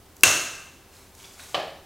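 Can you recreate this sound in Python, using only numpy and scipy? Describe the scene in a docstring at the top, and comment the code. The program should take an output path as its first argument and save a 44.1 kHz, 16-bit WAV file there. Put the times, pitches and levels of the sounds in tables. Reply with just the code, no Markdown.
"""Cutting a small branch

Steel cutters bite through a branch in a bare, echoing room where a fan hums. The bark ticks twice,
then the wood gives and the jaws slam shut with a short ring, overloading the near microphone.
The pot shudders, leaves rustle as the branch is lifted away, and a tool knocks down on the table."""
import sys
import numpy as np
from scipy import signal
from scipy.fft import rfft, irfft, next_fast_len
from scipy.io import wavfile

SR = 44100
rng = np.random.default_rng(int(sys.argv[2]) if len(sys.argv) > 2 else 0)


def dump(signal):
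    """Clip the signal to [-1, 1] and save it as 16-bit WAV at the path in sys.argv[1]."""
    limited = np.clip(np.atleast_2d(signal).T, -1, 1)
    pcm = np.round(limited * 32767).astype(np.int16)
    wavfile.write(sys.argv[1], SR, pcm)


N = 81585


def amp(db):
    """Turn decibels into a number to multiply by."""
    return 10 ** (np.asarray(db) / 20)


def unit(x):
    """Scale a sound to an average power of 1."""
    return x / np.sqrt(np.mean(x ** 2) + 1e-20)


def along(points, hz):
    """Read between (frequency, value) points, with octaves evenly spaced."""
    f, v = np.transpose(points)
    return np.interp(np.log(hz + 1), np.log(f + 1), v)


def since(s):
    """Seconds since a moment, zero before it."""
    return np.maximum(np.arange(N) / SR - s, 0)


def fade(t, t60):
    """Start when t leaves zero, then fall by 60 dB every t60 seconds."""
    return (t > 0) * np.exp(-np.log(1000) * t / t60)


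def burst(s, t60):
    """A short dying burst of noise."""
    return rng.standard_normal(N) * fade(since(s), t60)


def coloured(x, tone, peaks=()):
    """Give a sound a bass-to-treble balance and ringing peaks; white noise keeps its power."""
    size = 2 * next_fast_len(N)
    f = np.fft.rfftfreq(size, 1 / SR)
    lift = 1 + sum((amp(db) ** 2 - 1) / (1 + (2 * (f - hz) / width) ** 2) for hz, width, db in peaks)
    gain = unit(amp(along(tone, f)) * np.sqrt(lift))
    cepstrum = irfft(np.log(gain))
    # fold it so that ringing comes after a hit, never before
    cepstrum[1:size // 2] *= 2
    cepstrum[size // 2 + 1:] = 0
    return irfft(rfft(x, size) * np.exp(rfft(cepstrum)), size)[..., :N]


# tone of the room's air (f/Hz, relative level/dB)
AIR_TONE = [(20, -12), (50, -7.5), (85, -4.5), (140, -10), (210, -11.5), (330, -11), (420, -14), (720, -15),
            (2000, -23), (5000, -26), (16000, -34)]
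# notes of a ventilation fan (f/Hz, level/dB)
FAN_NOTES = [(80.7, -64), (387.6, -66), (775.2, -74)]
# tone of the hiss (f/Hz, relative level/dB)
HISS_TONE = [(20, -5), (80, 1), (590, -8), (2000, -16.5), (12800, -8), (16000, -10.5)]
def room_tone():
    """Steady air and fan hum in the centre, with separate hiss left and right."""
    air = amp(-54) * unit(coloured(rng.standard_normal(N), AIR_TONE))
    hum = sum(amp(db) * unit(np.sin(2 * np.pi * (hz * since(0) + rng.random()))) for hz, db in FAN_NOTES)
    hiss = amp(-59.5) * coloured(rng.standard_normal((2, N)), HISS_TONE)
    return air + hum + hiss


# how long the echo takes to fall by 60 dB (f/Hz, t/s)
ECHO_TIMES = [(100, .8), (500, .75), (1500, 0.8), (3000, 0.79), (6500, 0.7), (10000, 0.67), (15000, 0.67)]
def echo(s, decay_share=1, delay_s=0.0026, build_s=0.0058, hold_s=0.019):
    """Sound bouncing round the room: it builds, holds briefly and dies, the treble first."""
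    hz, t, spectrum = signal.stft(rng.standard_normal(N), SR, nperseg=256)
    t60 = decay_share * along(ECHO_TIMES, hz)[:, None]
    age = np.hypot(np.maximum(t - s, 0), hold_s) - hold_s
    tail = signal.istft(spectrum * np.exp(-np.log(1000) * age / t60), SR, nperseg=256)[1][:N]
    return tail * (1 - np.exp(-since(s + delay_s) / build_s))


def in_room(x, echo_db):
    """A small sound plus its echo."""
    tail = echo(0)
    return x + amp(echo_db) * signal.fftconvolve(x, tail / np.linalg.norm(tail))[:N]


# strokes through the leaves (t/s, length/s, level/dB)
LEAF_STROKES = [(.5, 0.085, -52), (0.914, 0.14, -55.5), (1.134, 0.034, -57.5), (1.171, 0.069, -53.5),
                (1.218, .05, -54), (1.315, 0.046, -55), (1.378, 0.06, -48), (1.425, .05, -57.5),
                (1.478, 0.13, -55.5)]
# tone of the rustle (f/Hz, relative level/dB)
LEAF_TONE = [(300, -5), (1000, 4), (3000, -4.5), (7000, 1.5), (11000, -3), (15500, -12)]
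def leaves(rise_s=0.0086, fall_s=0.048, touches_per_s=2500, middle_hz=5900, ring_cycles=5.6):
    """Leaves brush past each other: a hiss full of tiny touches, each with its own pitch."""
    strokes = sum(amp(db) * (1 - np.exp(-since(s) / rise_s)) * np.exp(-since(s + length / 2) / fall_s)
                  for s, length, db in LEAF_STROKES)
    hiss = 1.6 * rng.standard_normal(N)
    when, pitch, size = rng.random((int(touches_per_s * N / SR), 3)).T[:, :, None]
    hz = np.minimum(middle_hz * np.exp(0.59 * np.sqrt(3) * (2 * pitch - 1)), SR / 2)
    samples = np.arange(256)
    cycles = hz * samples / SR
    strength = amp(-3 * np.log(size))  # many soft touches, a few loud ones
    pings = strength * np.sin(2 * np.pi * cycles) * np.exp(-cycles / ring_cycles)
    positions = (when * N).astype(int) + samples
    crackle = np.bincount(positions.ravel(), pings.ravel(), N)[:N]
    return strokes * unit(coloured(unit(crackle) + hiss, LEAF_TONE))


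# twigs tapping each other (t/s, f/Hz, level/dB)
TWIG_TAPS = [(1.201, 3030, -49), (1.243, 3500, -44), (1.247, 2310, -49), (1.393, 2410, -50.5),
             (1.395, 1550, -45)]
def twigs(width_hz=130):
    """Each faint tap rings one short woody note."""
    taps = np.zeros(N)
    for s, hz, db in TWIG_TAPS:
        note = signal.lfilter(*signal.iirpeak(hz, hz / width_hz, SR), rng.standard_normal(N))
        taps += amp(db) * unit(note) * fade(since(s), t60=0.079)
    return taps


# ticks of bark and stems, then of leaves (t/s, level/dB)
TICKS = [(0.1667, -40.5), (0.2082, -38.5), (1.151, -43.5), (1.191, -46), (1.205, -46), (1.437, -41)]
# their thin tone (f/Hz, relative level/dB)
BARK_TONE = [(300, -10), (3000, -16), (6000, 3), (9000, -7), (12500, -4.5), (15500, -14)]
def ticking():
    """Bark and stems tick under the blades; later, leaves tick as the branch is drawn out."""
    return coloured(sum(amp(db) * burst(s, t60=0.013) for s, db in TICKS), BARK_TONE)


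# a faint twig tick, then the tool touching the table (t/s, level/dB)
KNOCK_HITS = [(1.536, -49), (1.5445, -18.5), (1.5478, -20), (1.5535, -23.5)]
# tone of those hits (f/Hz, relative level/dB)
KNOCK_TONE = [(100, -30), (300, -9), (620, -3), (1150, -6), (1700, -10), (3000, 0), (4500, -5), (6500, -19),
              (14000, -31.5)]
# where the table top rings with the tool on it (f/Hz, width/Hz, boost/dB)
TABLE_RING = [(555, 18, 14.5), (640, 55, 14.5), (764, 106, 13), (1160, 200, 8.5), (1730, 130, 8.5),
              (2520, 49, 7), (3038, 110, 7.5)]
# what the walls send back (f/Hz, level/dB)
WALL_TONE = [(100, -22), (650, 4), (1200, -21), (5000, -9), (15000, -22)]
# first bounces off near walls (delay/s, relative level/dB)
WALL_BOUNCES = [(.022, -12), (.046, -8), (.056, -14)]
# tone of the knock's echo (f/Hz, relative level/dB)
KNOCK_ECHO_TONE = [(60, -35.5), (160, 3.5), (230, -8.5), (330, 2.5), (700, -1.5), (1500, -6.5), (2800, -3),
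                   (4300, -4.5), (6500, -18.5), (14000, -35)]
def knock():
    """After a faint twig tick, the tool lands in quick dull clacks that ring the table; near walls answer, then
    the room."""
    hits = sum(amp(db) * burst(s, t60=0.038) for s, db in KNOCK_HITS)
    clack = coloured(hits, KNOCK_TONE, TABLE_RING)
    wall_gain = amp(along(WALL_TONE, np.fft.rfftfreq(N, 1 / SR)))
    dulled = irfft(rfft(clack) * wall_gain, N)
    walls = sum(amp(db) * np.interp(since(delay), since(0), dulled) for delay, db in WALL_BOUNCES)
    tail = echo(KNOCK_HITS[1][0], decay_share=0.79)  # follows the loudest hit
    return clack + walls + amp(-27) * coloured(tail, KNOCK_ECHO_TONE, TABLE_RING)


def shudder(start_s=0.266, hz=97):
    """The pot and table give a soft low wobble just after the cut."""
    t = since(start_s)
    return amp(-26) * np.sin(2 * np.pi * hz * t) * fade(t, t60=0.14) * (1 - np.exp(-t * hz))


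# the jaws slamming shut (t/s, relative level/dB)
JAW_SNAPS = [(0.2344, -1.5), (0.2349, -0.5)]
# tone of the parting wood (f/Hz, relative level/dB)
CRACK_TONE = [(60, -16), (200, -8.5), (420, 2.5), (800, -6.5), (1500, -1), (2050, 1), (3000, -2.5),
              (4500, -5.5), (7000, -4.5), (10000, -5), (15500, -12.5)]
# where the steel jaws ring (f/Hz, width/Hz, boost/dB)
JAW_RING = [(1220, 100, 3), (1592, 98, 7), (2110, 104, 7.5), (2682, 62, 18.5), (2746, 270, 10.5),
            (4150, 520, 4.5), (5430, 250, 7.5), (6200, 360, 11), (6840, 350, 7.5), (8070, 220, 7.5),
            (9230, 910, 8)]
# tone of the snap's echo (f/Hz, relative level/dB)
SNAP_ECHO_TONE = [(40, -30), (110, 0), (230, -6), (320, 3.5), (420, -2.5), (600, 3.5), (850, -3),
                  (1300, 3.5), (2300, -3.5), (3600, -2), (5000, -4.5), (7000, -0.5), (9500, -10),
                  (12000, -9.5), (15500, -16.5)]
# tone of the first fibres tearing (f/Hz, relative level/dB)
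TEAR_TONE = [(200, -43), (2000, -10), (5000, -8.5), (10000, 0), (15500, -3)]
def cut(stem_hz=310, push_s=0.001):
    """The wood tears and cracks, ringing the jaws; the stem springs free with a low push and thrums."""
    start = JAW_SNAPS[0][0]
    t = since(start)
    snaps = sum(amp(db) * burst(s, t60=0.031) for s, db in JAW_SNAPS)
    crack = amp(-2) * coloured(snaps, CRACK_TONE, JAW_RING)
    room = amp(-15) * coloured(echo(start), SNAP_ECHO_TONE, JAW_RING)
    tear = amp(2) * coloured(burst(start, t60=0.008), TEAR_TONE)
    push = amp(-13) * (t > 0) * np.exp(-t / push_s)
    stem = amp(-30) * np.sin(2 * np.pi * stem_hz * t) * fade(t, t60=0.04)
    return tear + crack + push + stem + room


def scene():
    """Every event sounds from the centre, in one room."""
    blows = cut() + shudder() + knock()
    background = room_tone()
    ticks = in_room(ticking(), echo_db=0) + in_room(twigs(), echo_db=-4.5)
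    return background + blows + ticks + in_room(leaves(), echo_db=0.5)


def record(dry, hardness=9, top_hz=16050):
    """The overloaded microphone flattens the snap's peaks, and the highest treble is cut off."""
    clipped = dry / (1 + np.abs(dry) ** hardness) ** (1 / hardness)
    treble_cut = signal.firwin(161, top_hz, fs=SR)
    return signal.fftconvolve(clipped, treble_cut[None], mode="same", axes=1)


dry = scene()
out = record(dry)
dump(out)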